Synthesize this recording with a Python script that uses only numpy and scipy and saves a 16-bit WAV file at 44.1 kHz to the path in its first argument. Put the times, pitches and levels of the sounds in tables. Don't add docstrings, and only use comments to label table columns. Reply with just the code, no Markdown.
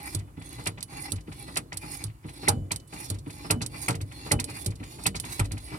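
import sys
import numpy as np
from scipy import signal
from scipy.fft import rfft, irfft, next_fast_len
from scipy.io import wavfile
from scipy.ndimage import map_coordinates

SR = 44100
rng = np.random.default_rng(int(sys.argv[2]) if len(sys.argv) > 2 else 0)


def waveform_to_disk(signal):
    frames = np.transpose(np.atleast_2d(signal))
    scaled = np.clip(frames, -1, 1) * 32767
    samples = np.round(scaled).astype(np.int16)
    wavfile.write(sys.argv[1], SR, samples)


N = 255109
TIME = np.arange(N) / SR
AGE = TIME[:SR // 3]

# start_s, seal_db, bore_db, scrape_db, tight_spot_share, knock_db, clack_db
DOWNSTROKES = [(-.04, -27.5, -51, -47, 0.57, -66, -52.5), (0.923, -31, -52, -45.5, 0.52, -49, -61),
               (1.83, -29, -51.5, -46.5, 0.47, -46.5, -54), (2.928, -29, -48, -46.5, 0.53, -46.5, -46),
               (3.736, -27.5, -49, -44.5, 0.6, -47.5, -67), (4.489, -31, -49.5, -45.5, 0.53, -47, -47),
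               (5.241, -27, -47, -44, 0.57, -48, -42)]
# start_s, seal_db, bore_db, scrape_db, tight_spot_share, clack_db, click_db
UPSTROKES = [(0.417, -43.5, -50, -51.5, 0.33, -49, -54), (1.32, -42, -49, -54.5, 0.21, -47, -50.5),
             (2.288, -40, -46.5, -48, 0.81, -47.5, -53.5), (3.2998, -40.5, -50, -51.5, 0.37, -48, -47),
             (4.118, -39, -48, -47, 1, -47.5, -53.5), (4.833, -41, -49.5, -52, 0.34, -45.5, -50),
             (5.5738, -40, -49, -52, 0.24, -46.5, -48)]
# time_s, click_db, chatter_s, settle_s, clack_db, knock_db, ring_db, boom_db, boom_hz
FLOOR_HITS = [(0.1473, -31, 0.0028, 0.041, -66, -44.5, -57, -30, 100),
              (1.1196, -30, 0.00047, 0.037, -63, -43, -55.5, -31.5, 98),
              (2.039, -35, 0.00054, 0.024, -74, -60, -60, -33.5, 105),
              (3.1005, -32, 0.0013, 0.042, -66, -41.5, -56, -30, 98.8),
              (3.882, -28, 0.0067, .042, -31.5, -36.5, -36, -29, 115),
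              (4.6603, -30.5, 0.0035, .044, -62, -41, -64, -27.5, 100),
              (5.3941, -30.5, 0.0051, 0.048, -33, -38.5, -40.5, -24, 100)]
# time_s, click_db, chatter_s, bounce_s, clack_db, knock_db, ring_db
TOP_HITS = [(0.67, -29.5, 0.0023, .0045, -30.5, -40.5, -49),
            (1.5701, -27.5, 0.0041, 0.0025, -30, -42.5, -46.5),
            (2.483, -19.5, 0.0031, 0.0068, -31.5, -31, -35.5),
            (3.507, -22.5, 0.0029, 0.0046, -30, -32, -37.5), (4.317, -21.5, 0.0016, .004, -31, -31, -40),
            (5.064, -22.5, 0.0039, 0.0045, -28, -37.5, -60)]
# time_s, level_db
FOOT_LIFTS = [(.373, -39.5), (1.276, -38), (2.244, -38), (3.263, -37), (4.801, -37.5), (5.53, -38.5)]
# pitch_hz, level_db, t60_s
BRACKET_MODES = [(617, -1, 0.13), (775, -5, 0.21), (820, 11, 0.093), (848, -8, 0.08), (970, -4.5, 0.081),
                 (1060, -7, 0.052)]

ROD_LEAD_S, SLACK_LEAD_S = 0.0071, 0.004
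FIREWALL_HZ, JOLT_HOLD_S = 100, 0.0017


def undb(db):
    return 10 ** (np.asarray(db) / 20)


def colour(x, points):
    hz, db = np.transpose(points)
    size = next_fast_len(x.shape[-1])
    f = np.maximum(np.fft.rfftfreq(size, 1 / SR), 1)
    octaves_outside = np.maximum(np.log2(hz[0] / f), 0) + np.maximum(np.log2(f / hz[-1]), 0)
    gain = undb(np.interp(np.log(f), np.log(hz), db) - 36 * octaves_outside)
    return irfft(rfft(x, size) * gain, size)[..., :x.shape[-1]]


def unit(x, span_s=None):
    return x / np.sqrt(np.mean(x[..., :int(span_s * SR) if span_s else None] ** 2))


def stereo_noise(size, apart):
    common, left, right = rng.standard_normal((3, size))
    return unit(common + apart * np.array([left, right]))


def walk(rate_hz):
    levels = rng.standard_normal(4096)
    return 1.22 * np.interp(TIME * rate_hz, np.arange(len(levels)), levels)


def rise(rise_s):
    return 1 - np.exp(-AGE / rise_s)


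def fade(t60_s, rise_s, hold_s=0):
    return rise(rise_s) * np.exp(-np.log(1000) * np.maximum(AGE - hold_s, 0) / t60_s)


def release(end_s, t60_s):
    return np.exp(-np.log(1000) * np.clip((TIME - end_s) / t60_s, 0, 2))


def ring(modes, detune, spread_db=0, sharp=0):
    sag_s = 0.012
    hz, db, t60_s = np.transpose(modes)[:, :, None]
    mistune, vary_db, pan = rng.standard_normal((3, len(modes), 1))
    clock_s = AGE + sharp * sag_s * rise(sag_s)
    phase = np.float32(2 * np.pi * hz * (1 + detune * mistune) * clock_s)
    decay = np.exp(np.float32(-np.log(1000) * AGE / t60_s))
    gains = undb(db + vary_db + spread_db * np.hstack([pan, -pan]))
    return gains.T @ (np.sin(phase) * decay)


def struck(points, apart, fresh):
    noise, size = unit(colour(stereo_noise(SR * 2, apart), points)), len(AGE)

    def strike():
        start = rng.integers(size, SR * 2 - size)
        return (noise[:, :size] + fresh * noise[:, start:start + size]) / np.hypot(1, fresh)
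    return strike


def add(out, time_s, sound):
    start = max(int(time_s * SR), 0)
    out[:, start:start + len(AGE)] += sound[..., :N - start]


def strokes(rising):
    if rising:
        rows, lead_s, attack_s = UPSTROKES, 0.067, 0.18
        ends_s = [hit[0] for hit in TOP_HITS] + [5.8]
    else:
        rows, lead_s, attack_s = DOWNSTROKES, 0.049, 0.076
        ends_s = [hit[0] for hit in FLOOR_HITS]
    for (start_s, *row), end_s in zip(rows, ends_s):
        travel = np.clip((TIME - start_s) / (end_s - start_s), 0, 1)
        attack = np.clip((TIME - start_s + lead_s) / attack_s, 0, 1)
        yield row, end_s, travel, attack


def panel_rumble(booms):
    # freq_hz, level_db
    hiss = [(200, -8), (1000, 12), (4000, -7), (10000, 2.5), (16000, -7.5)]
    low_flex = [(25, -46), (40, -8), (52, 3), (75, -1), (100, -3), (140, -1)]
    upper_flex = [(160, -8), (210, -6.5), (300, 7.5), (420, -8.5), (620, -13), (1200, -12)]
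    out = undb(-64) * unit(colour(stereo_noise(N, apart=4.4), hiss))
    bands = (low_flex, -56, -47.5, -7, 0.7), (upper_flex, -63, -49.5, -14, 0.22)
    for spectrum, rest_db, moving_db, jolt_db, t60_s in bands:
        moving = sum(attack * release(end_s, t60_s)
                     for rising in (False, True) for _, end_s, _, attack in strokes(rising))
        jolts = np.zeros(N)
        for time_s, db, *_ in booms:
            jolts[int(time_s * SR)] += undb(db + jolt_db) ** 2
        jolt_power = signal.lfilter([1], [1, -np.exp(-2 * np.log(1000) / (t60_s * SR))], jolts)
        load = np.sqrt(undb(rest_db) ** 2 + (undb(moving_db) * moving) ** 2 + jolt_power)
        rumble = unit(colour(stereo_noise(N, apart=0.11), spectrum))
        out += rumble * load * undb(1.05 * np.tanh(walk(23)))
    return out


def spring_twangs():
    # start_s, pitch_hz, level_db
    twangs = [(2.529, 243, -36.5), (3.557, 236.5, -33.5), (4.362, 239.3, -40), (5.084, 193, -39.5)]
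    out = np.zeros((2, N))
    for start_s, hz, db in twangs:
        hum = np.sin(2 * np.pi * hz * AGE) * fade(t60_s=0.11, rise_s=0.0079, hold_s=0.019)
        add(out, start_s, undb(db) * unit(hum, 0.04))
    return out


def friction_levels():
    seal, bore, scrape = 1e-6, undb(-79.5), undb(-74)
    tight_width_share = 0.16
    for rising, grip_db in ((False, 10.5), (True, 4.5)):
        for row, end_s, travel, attack in strokes(rising):
            seal_db, bore_db, scrape_db, tight_at, *_ = row
            tight = np.exp(-0.5 * ((travel - tight_at) / tight_width_share) ** 2)
            depth = 1 - travel if rising else travel
            seal_db += grip_db * (tight - 1.5)
            scrape_db += 3.5 * (tight - 1) - 5 * depth
            seal += attack ** 0.77 * release(end_s, t60_s=0.042) * undb(seal_db)
            bore += attack * release(end_s, t60_s=0.27) * undb(bore_db - 3.5)
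            scrape += attack * release(end_s, t60_s=0.11) * undb(scrape_db)
    return seal, bore, scrape


def linkage_resonance(x, wander_db, drift):
    # pitch_hz, width_hz, level_db
    peaks = [(829.7, 15, 9.5), (1074, 14, 2), (2026, 37, 6.5), (2353, 105, 9), (2710, 21, 11),
             (2950, 23, 12), (3440, 31, 7), (4027, 43, 6), (4320, 52, 6.5), (4620, 30, 8), (5096, 44, 9.5),
             (5500, 60, 4.5), (6610, 120, 10), (8140, 100, 4), (9440, 230, 5.5), (9900, 200, 5)]
    ringing = np.zeros_like(x)
    for hz, width_hz, db in peaks:
        band = signal.lfilter(*signal.iirpeak(hz, hz / width_hz, fs=SR), x)
        ringing += undb(db + wander_db * walk(17)) * band
    position = np.cumsum(1 + drift * walk(6))
    return np.array([map_coordinates(side, [position], order=3, mode="mirror") for side in x + ringing])


def rubbing():
    # freq_hz, level_db
    seal_spectrum = [(5500, -12), (7000, -15), (8200, -8), (9500, -1.5), (10600, -7), (12000, -6),
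                     (14000, -13), (16000, -20)]
    bore_spectrum = [(2900, -17), (3400, 2), (3800, 2), (4300, 0.5), (5400, -11), (6100, -14), (7200, -10),
                     (9000, -20)]
    scrape_spectrum = [(550, -8), (800, 8), (1050, 5), (1550, -0.5), (2000, 4), (2450, -1), (2800, -2),
                       (3100, -24.5), (4500, -4.5)]
    slip_rate_hz, slip_decay_s = 1200, 0.011
    seal, bore, scrape = friction_levels()
    slips = (rng.random(N) < slip_rate_hz / SR) * undb(5.3 * np.minimum(rng.exponential(size=N), 4))
    slip_power = signal.lfilter([1], [1, -np.exp(-1 / (slip_decay_s * SR))], slips ** 2)
    grain = unit(np.sqrt(slip_power))
    grip = walk(45)
    friction = linkage_resonance(stereo_noise(N, apart=1.0), wander_db=4.5, drift=0.02)
    seal *= grain * undb(1.5 * grip + 1.07 * walk(130) - 6)
    bore *= np.sqrt(grain) * undb(1.3 * grip - 3)
    scrape *= np.sqrt(grain) * undb(2.5 * walk(35) + 2 * walk(220) + 1.5)
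    return (seal * unit(colour(friction, seal_spectrum))
            + bore * unit(colour(friction, bore_spectrum))
            + scrape * unit(colour(friction, scrape_spectrum)))


def seal_squeaks():
    # start_s, pitch_hz, level_db, length_s
    squeaks = [(.029, 11500, -33.5, 0.0026), (0.056, 9200, -36.5, 0.0073), (0.49, 10200, -39.5, 0.0037),
               (0.527, 11100, -42, 0.0044), (1.0, 9600, -39, 0.0095), (1.022, 9700, -37, .007),
               (1.391, 10200, -42.5, 0.0093), (1.425, 10550, -36.5, 0.0032), (1.9, 10700, -41, 0.0025),
               (1.915, 9300, -36.5, 0.007), (1.933, 9600, -38, 0.014), (1.968, 10200, -39, 0.0077),
               (2.335, 10500, -48, .007), (2.375, 10200, -48, .008), (3.006, 9900, -44, 0.0094),
               (3.052, 9800, -44, 0.0089), (5.641, 9650, -42, 0.0056), (5.682, 9500, -45, 0.0065)]
    stage_width_hz = 1300
    out = np.zeros((2, N))
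    for start_s, hz, db, length_s in squeaks:
        peak = signal.iirpeak(hz, hz / stage_width_hz, fs=SR)
        noise = stereo_noise(len(AGE), apart=0.3)
        squeal = unit(signal.lfilter(*peak, signal.lfilter(*peak, noise)))
        add(out, start_s, undb(db) * squeal * fade(t60_s=0.0069, rise_s=0.0015, hold_s=length_s))
    return out


def lift_knocks():
    # pitch_hz, level_db, t60_s
    hollow_modes = [(158, 0.5, 0.13), (251, -2.5, 0.11), (299, 2, 0.11), (457, -13.5, 0.12)]
    out = np.zeros((2, N))
    swell = 1 - np.exp(-(AGE / 0.007) ** 2)
    for time_s, db in FOOT_LIFTS:
        knock = ring(hollow_modes, detune=0.041, spread_db=1.1) * swell
        add(out, time_s, undb(db - 1.5) * unit(knock, 0.04))
    return out


def firewall_booms(booms):
    # pitch_hz, level_db, t60_s
    cabin_modes = [(51.6, -12, 0.97), (100, 7, 0.77), (111, -18, 0.12), (145.8, 7.5, 0.1), (171, -3, 0.085)]
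    out = np.zeros((2, N))
    for time_s, db, hold_s, pitch_hz in booms:
        modes = [(hz * pitch_hz / FIREWALL_HZ, mode_db, t60_s) for hz, mode_db, t60_s in cabin_modes]
        boom = ring(modes, detune=0.013) * fade(t60_s=0.27, rise_s=0.0086, hold_s=hold_s)
        add(out, time_s, undb(db) * unit(boom, 0.05))
    return out


def bracket_clangs():
    # start_s, level_db
    clangs = [(2.484, -28.5), (4.322, -36)]
    left_lead_s = 0.00055
    out = np.zeros((2, N))
    for start_s, db in clangs:
        clang = ring(BRACKET_MODES, detune=0.0029, spread_db=1.0, sharp=0.046) * rise(0.0038)
        left, right = undb(db) * unit(clang, 0.04)
        add(out[:1], start_s - left_lead_s, left)
        add(out[1:], start_s, right)
    return out


def pedal_knocks(knocks):
    # freq_hz, level_db
    body_spectrum = [(110, 8), (180, -6), (300, -1), (405, -10.5), (570, -12.5), (700, -17), (1200, -65)]
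    plate_spectrum = [(450, -20), (620, -7.5), (830, 1), (1100, -3), (1350, -2), (1700, -12), (3000, -18)]
    # pitch_hz, level_db, t60_s
    arm_modes = [(171.4, -3, 0.32), (238, -2.5, 0.19), (299.4, 1, 0.18), (357.5, 6, 0.043), (394, 1, 0.12),
                 (453, -5, 0.3), (568.5, -0.5, 0.12)]
    out = np.zeros((2, N))
    body = struck(body_spectrum, apart=0.17, fresh=20)
    plate = struck(plate_spectrum, apart=2.06, fresh=0.83)
    thud = fade(t60_s=0.056, rise_s=0.00084, hold_s=0.0089) + undb(2) * fade(t60_s=0.72, rise_s=0.018)
    clank = fade(t60_s=0.12, rise_s=0.0071, hold_s=0.0042)
    swell = rise(0.0013)
    for time_s, body_db, ring_db in knocks:
        tilt_db_per_octave = 0.53 * (body_db + 35)
        modes = [(hz, db + tilt_db_per_octave * np.log2(hz / 300), t60_s) for hz, db, t60_s in arm_modes]
        arm = undb(-0.5) * unit(body() * thud)
        arm += unit(ring(modes, detune=0.0295, spread_db=0.18) * swell)
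        steel = unit(plate() * clank)
        steel += undb(-7.5) * unit(ring(BRACKET_MODES, detune=0.0052, spread_db=3.2) * swell)
        add(out, time_s, undb(body_db) * unit(arm, 0.04) + undb(ring_db + 2) * unit(steel, 0.04))
    return out


def rod_chirps():
    # peak_s, pitch_hz, peak_db
    chirps = [(.668, 2760, -24), (1.568, 2580, -27), (1.7233, 1950, -29.5), (2.4793, 2020, -12.5),
              (2.7125, 2360, -26.5), (3.5055, 2620, -20), (3.613, 2570, -31), (3.885, 2250, -18),
              (4.3145, 2070, -14.5), (4.394, 2520, -30), (5.0598, 2600, -17), (5.151, 2380, -38),
              (5.4, 2250, -20.5)]
    lead_s, swell_s, choke_s = 0.02, 0.0015, 0.00083
    out = np.zeros((2, N))
    t = AGE - lead_s
    envelope = np.exp(np.minimum(t, 0) / swell_s - (np.maximum(t, 0) / choke_s) ** 2)
    for peak_s, hz, db in chirps:
        add(out, peak_s - lead_s, undb(db) * envelope * np.sin(2 * np.pi * hz * t))
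    return out


def rod_clacks(clacks):
    # freq_hz, level_db
    panel_spectrum = [(700, 7), (1200, 5), (1400, 4.5), (1600, -0.5), (2020, 10), (2300, 7.5), (2700, 4.5),
                      (3100, 1.5), (3800, -2), (6000, -16)]
    # pitch_hz, level_db, t60_s
    rod_modes = [(1386, -13, 0.039), (2086, 11, 0.021), (2100, -5.5, 0.033), (2250, -9, 0.0213),
                 (2540, 30, 0.029), (2580, -14, 0.11)]
    out = np.zeros((2, N))
    panels = struck(panel_spectrum, apart=1.0, fresh=1.0)
    graze = fade(t60_s=0.076, rise_s=0.003, hold_s=0.0036)
    seat = fade(t60_s=0.0023, rise_s=0.0012, hold_s=0.0062)
    seat += fade(t60_s=0.066, rise_s=0.007, hold_s=0.015)
    for time_s, db in clacks:
        add(out, time_s - 0.005, undb(db - 4.5) * unit(panels() * graze, 0.065))
        clack = unit(panels() * seat)
        clack += undb(-6) * unit(ring(rod_modes, detune=0.004, spread_db=5.7) * rise(0.00021))
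        add(out, time_s, undb(db) * unit(clack, 0.02))
    return out


def pin_clicks(clicks):
    # freq_hz, level_db
    bright_spectrum = [(5500, -25), (7000, 0), (7600, -7), (8050, 8), (8600, 4), (9000, 9.5), (10300, 2),
                       (11500, -2.5), (13000, -8), (15300, -12.5), (16000, -26)]
    dull_spectrum = [(1500, -11), (2800, -10.5), (3200, -4.5), (3800, 3.5), (4400, 6), (5300, 2),
                     (6300, 0.5), (7500, 1.5), (9500, -12.5)]
    # pitch_hz, level_db, t60_s
    clevis_modes = [(3090, -10.5, 0.11), (4045, -17.5, 0.072), (4500, -2, 0.045), (5320, -13, 0.012),
                    (8073, 15, 0.02), (8700, 5.5, 0.011), (10500, 16, 0.079)]
    rod_modes = [(2990, 8, 0.45), (4000, -4, 0.13), (7070, -4.5, 0.93)]
    out = np.zeros((2, N))
    bright = struck(bright_spectrum, apart=0.96, fresh=1.0)
    dull = struck(dull_spectrum, apart=1.0, fresh=2.6)
    rod = undb(-37.5) * ring(rod_modes, detune=0)
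    reflections = undb(-24.5) * fade(t60_s=0.24, rise_s=0.004)
    for time_s, db, dull_db, chatter_s in clicks:
        rise_s = 0.0001 + 0.22 * chatter_s
        snap = undb(10.5) * np.exp(-chatter_s / 0.0035)
        spike = snap * fade(t60_s=0.026, rise_s=rise_s, hold_s=chatter_s)
        chatter = fade(t60_s=0.057, rise_s=rise_s, hold_s=chatter_s)
        click = (bright() + undb(dull_db) * dull()) * (spike + chatter + reflections)
        clevis_db = -9 - 0.63 * max(db + 28, 0)
        clevis = unit(ring(clevis_modes, detune=0.0047, spread_db=8.1) * rise(0.00062), 0.016)
        add(out, time_s, undb(db) * (unit(click, 0.02) + undb(clevis_db) * clevis + rod))
    return out


def slack_blows():
    # time_s, click_db, dull_db, chatter_s, clack_db, knock_db, snap_s, snap_db
    rebounds = [(0.782, -58, 17, 0.0042, -46, -51.5, .8273, -33.5),
                (1.7284, -42.5, 13, 0.0012, -40.5, -48.5, 1.7713, -32),
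                (2.7158, -27, -1, 0.0047, -35.5, -43.5, 2.76, -34.5),
                (3.6157, -33.5, 11, 0.011, -41, -42.5, 3.662, -33.5),
                (4.3984, -29.5, -1.5, 0.0037, -37.5, -50, 4.4418, -33),
                (5.153, -35, 7, 0.015, -38.5, -46.5, 5.1989, -32)]
    # time_s, level_db, dull_db, chatter_s
    pin_slips = [(.135, -49, -12, 0.0026), (.398, -60, -20, .002), (.638, -51, -14, .003),
                 (0.658, -40.5, 2, 0.00089), (0.8064, -46, 14, 0.0017), (1.105, -52, -14, .003),
                 (1.207, -57.5, 6, 0.0053), (1.5573, -39, 5, 0.00061), (1.741, -51, -4, 0.0028),
                 (2.02, -54, -13, .003), (2.265, -60, -16, .003), (2.468, -56, -8, .002),
                 (2.74, -58, 0, 0.0036), (2.798, -55, 8, .004), (2.874, -55, -10, .006),
                 (3.1853, -51, 4, 0.0064), (4.645, -46, -7, 0.0023), (4.754, -52.5, 2, 0.0064),
                 (5.037, -40, -12, 0.0005)]
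    for time_s, click_db, dull_db, chatter_s, clack_db, knock_db, snap_s, snap_db in rebounds:
        yield "clack", time_s - SLACK_LEAD_S, clack_db
        yield "knock", time_s - SLACK_LEAD_S, knock_db, knock_db - 7
        yield "boom", time_s, knock_db + 4.5, JOLT_HOLD_S, FIREWALL_HZ
        yield "click", time_s, click_db, dull_db, chatter_s
        yield "click", snap_s, snap_db - 0.5, -4.5, 0.00089
        yield "boom", snap_s, -49, JOLT_HOLD_S, FIREWALL_HZ
        yield "clack", snap_s - ROD_LEAD_S, snap_db - 19.5
    for row in pin_slips:
        yield "click", *row


def return_blows():
    # time_s, level_db
    wobbles = [(0.276, -59.5), (.585, -46.5), (1.479, -47.5), (2.43, -43.5), (3.445, -44.5), (4.262, -44),
               (4.987, -48.5), (5.718, -45), (5.741, -44)]
    # time_s, knock_db, ring_db
    arm_bounces = [(2.497, -44, -46.5), (3.522, -48, -63), (3.893, -37.5, -51), (4.333, -48, -62)]
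    # time_s, level_db, pitch_hz
    sways = [(0.73, -53, 100), (2.493, -31, 96), (2.567, -33, 89), (2.619, -36, 94), (3.53, -40, 119.6),
             (3.606, -36.5, 111.6), (4.339, -33, 102), (5.07, -37.5, 100)]
    jerk_gap_s = 0.011
    for time_s, db in FOOT_LIFTS:
        yield "boom", time_s, db - 5, JOLT_HOLD_S, FIREWALL_HZ
        yield "knock", time_s + 0.00432, db - 10.5, db - 22.5
        yield "clack", time_s, db - 16
    for time_s, *_, clack_db, click_db in UPSTROKES:
        yield "clack", time_s, clack_db
        yield "click", time_s + SLACK_LEAD_S, click_db, 2, 0.0045
    for time_s, db in wobbles:
        yield "knock", time_s, db, db - 6
        for jerk in range(3):
            yield "clack", time_s + jerk * jerk_gap_s, db - 8 - 4 * jerk
    for time_s, click_db, chatter_s, bounce_s, clack_db, knock_db, ring_db in TOP_HITS:
        yield "clack", time_s - 0.003, clack_db
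        yield "knock", time_s - 0.0035, knock_db, ring_db
        yield "click", time_s, click_db, -3.3, chatter_s
        yield "click", time_s + bounce_s, click_db - 3.5, -3, 0.001
        yield "boom", time_s + 0.00077, knock_db + 0.5, JOLT_HOLD_S, FIREWALL_HZ
    for row in arm_bounces:
        yield "knock", *row
    for time_s, db, hz in sways:
        yield "boom", time_s, db, JOLT_HOLD_S, hz


def press_blows():
    # time_s, click_db, clack_db, boom_db
    rattles = [(3.9043, -35.5, -37.5, -57), (3.9514, -42.5, -44, -32.5), (4.0125, -42.5, -47.5, -35),
               (5.454, -45.5, -50.5, -67), (5.517, -38.5, -46, -33.5)]
    floor_hold_s, rattle_gap_s = 0.04, 0.02
    for time_s, *_, knock_db, clack_db in DOWNSTROKES:
        yield "clack", time_s, clack_db
        yield "knock", time_s, knock_db, knock_db - 7
        yield "click", time_s + ROD_LEAD_S, clack_db, -1, 0.007
    for hit in FLOOR_HITS:
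        time_s, click_db, chatter_s, settle_s, clack_db, knock_db, ring_db, boom_db, boom_hz = hit
        yield "click", time_s, click_db + 1, -4.5, chatter_s
        yield "clack", time_s + 0.00273, clack_db
        yield "knock", time_s, knock_db, ring_db
        yield "boom", time_s, boom_db, floor_hold_s, boom_hz
        yield "click", time_s + settle_s, click_db - 19.5, 2.5, 0.008
        for turn in range(1, 4):
            rattle_s = time_s + turn * rattle_gap_s + rng.uniform(-0.0055, 0.0038)
            yield "clack", rattle_s, click_db - 31.5 + 3 * turn
    for time_s, click_db, clack_db, boom_db in rattles:
        yield "click", time_s, click_db, -1.2, 0.005
        yield "clack", time_s - SLACK_LEAD_S, clack_db
        yield "boom", time_s, boom_db, 0.02, FIREWALL_HZ


def scene():
    blows = {"click": [], "clack": [], "knock": [], "boom": []}
    for kind, *blow in (*press_blows(), *return_blows(), *slack_blows()):
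        blows[kind].append(blow)
    pins = undb(-0.5) * pin_clicks(blows["click"])
    rod = undb(-3.5) * rod_clacks(blows["clack"]) + rod_chirps()
    pedal = undb(2.5) * pedal_knocks(blows["knock"]) + lift_knocks() + bracket_clangs()
    firewall = undb(-0.5) * firewall_booms(blows["boom"])
    friction = rubbing() + seal_squeaks()
    return pins + rod + pedal + firewall + friction + spring_twangs() + panel_rumble(blows["boom"])


def record(dry):
    # freq_hz, level_db
    balance = [(60, 2), (110, 0), (200, -1.5), (380, 0), (700, -2.5), (1290, -0.5), (2380, 2.5),
               (4400, 0.5), (8120, -11.5), (15000, -11)]
    left_lag_s, low_cut_hz, high_cut_hz = 0.00037, 34.4, 16100
    hz, lean_db = np.transpose(balance)
    mean_db = 10 * np.log10((1 + 10 ** (lean_db / 10)) / 2)
    grid_hz = np.r_[1, hz, SR]
    left = colour(dry[0], np.c_[grid_hz, np.pad(lean_db - mean_db, 1, "edge")])
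    right = colour(dry[1], np.c_[grid_hz, np.pad(-mean_db, 1, "edge")])
    mics = np.array([np.pad(left, (int(left_lag_s * SR), 0))[:N], right])
    mics = signal.sosfilt(signal.butter(3, low_cut_hz, "high", fs=SR, output="sos"), mics)
    return signal.sosfilt(signal.ellip(8, 0.2, 70, high_cut_hz, fs=SR, output="sos"), mics)


dry = scene()
out = record(dry)
waveform_to_disk(out)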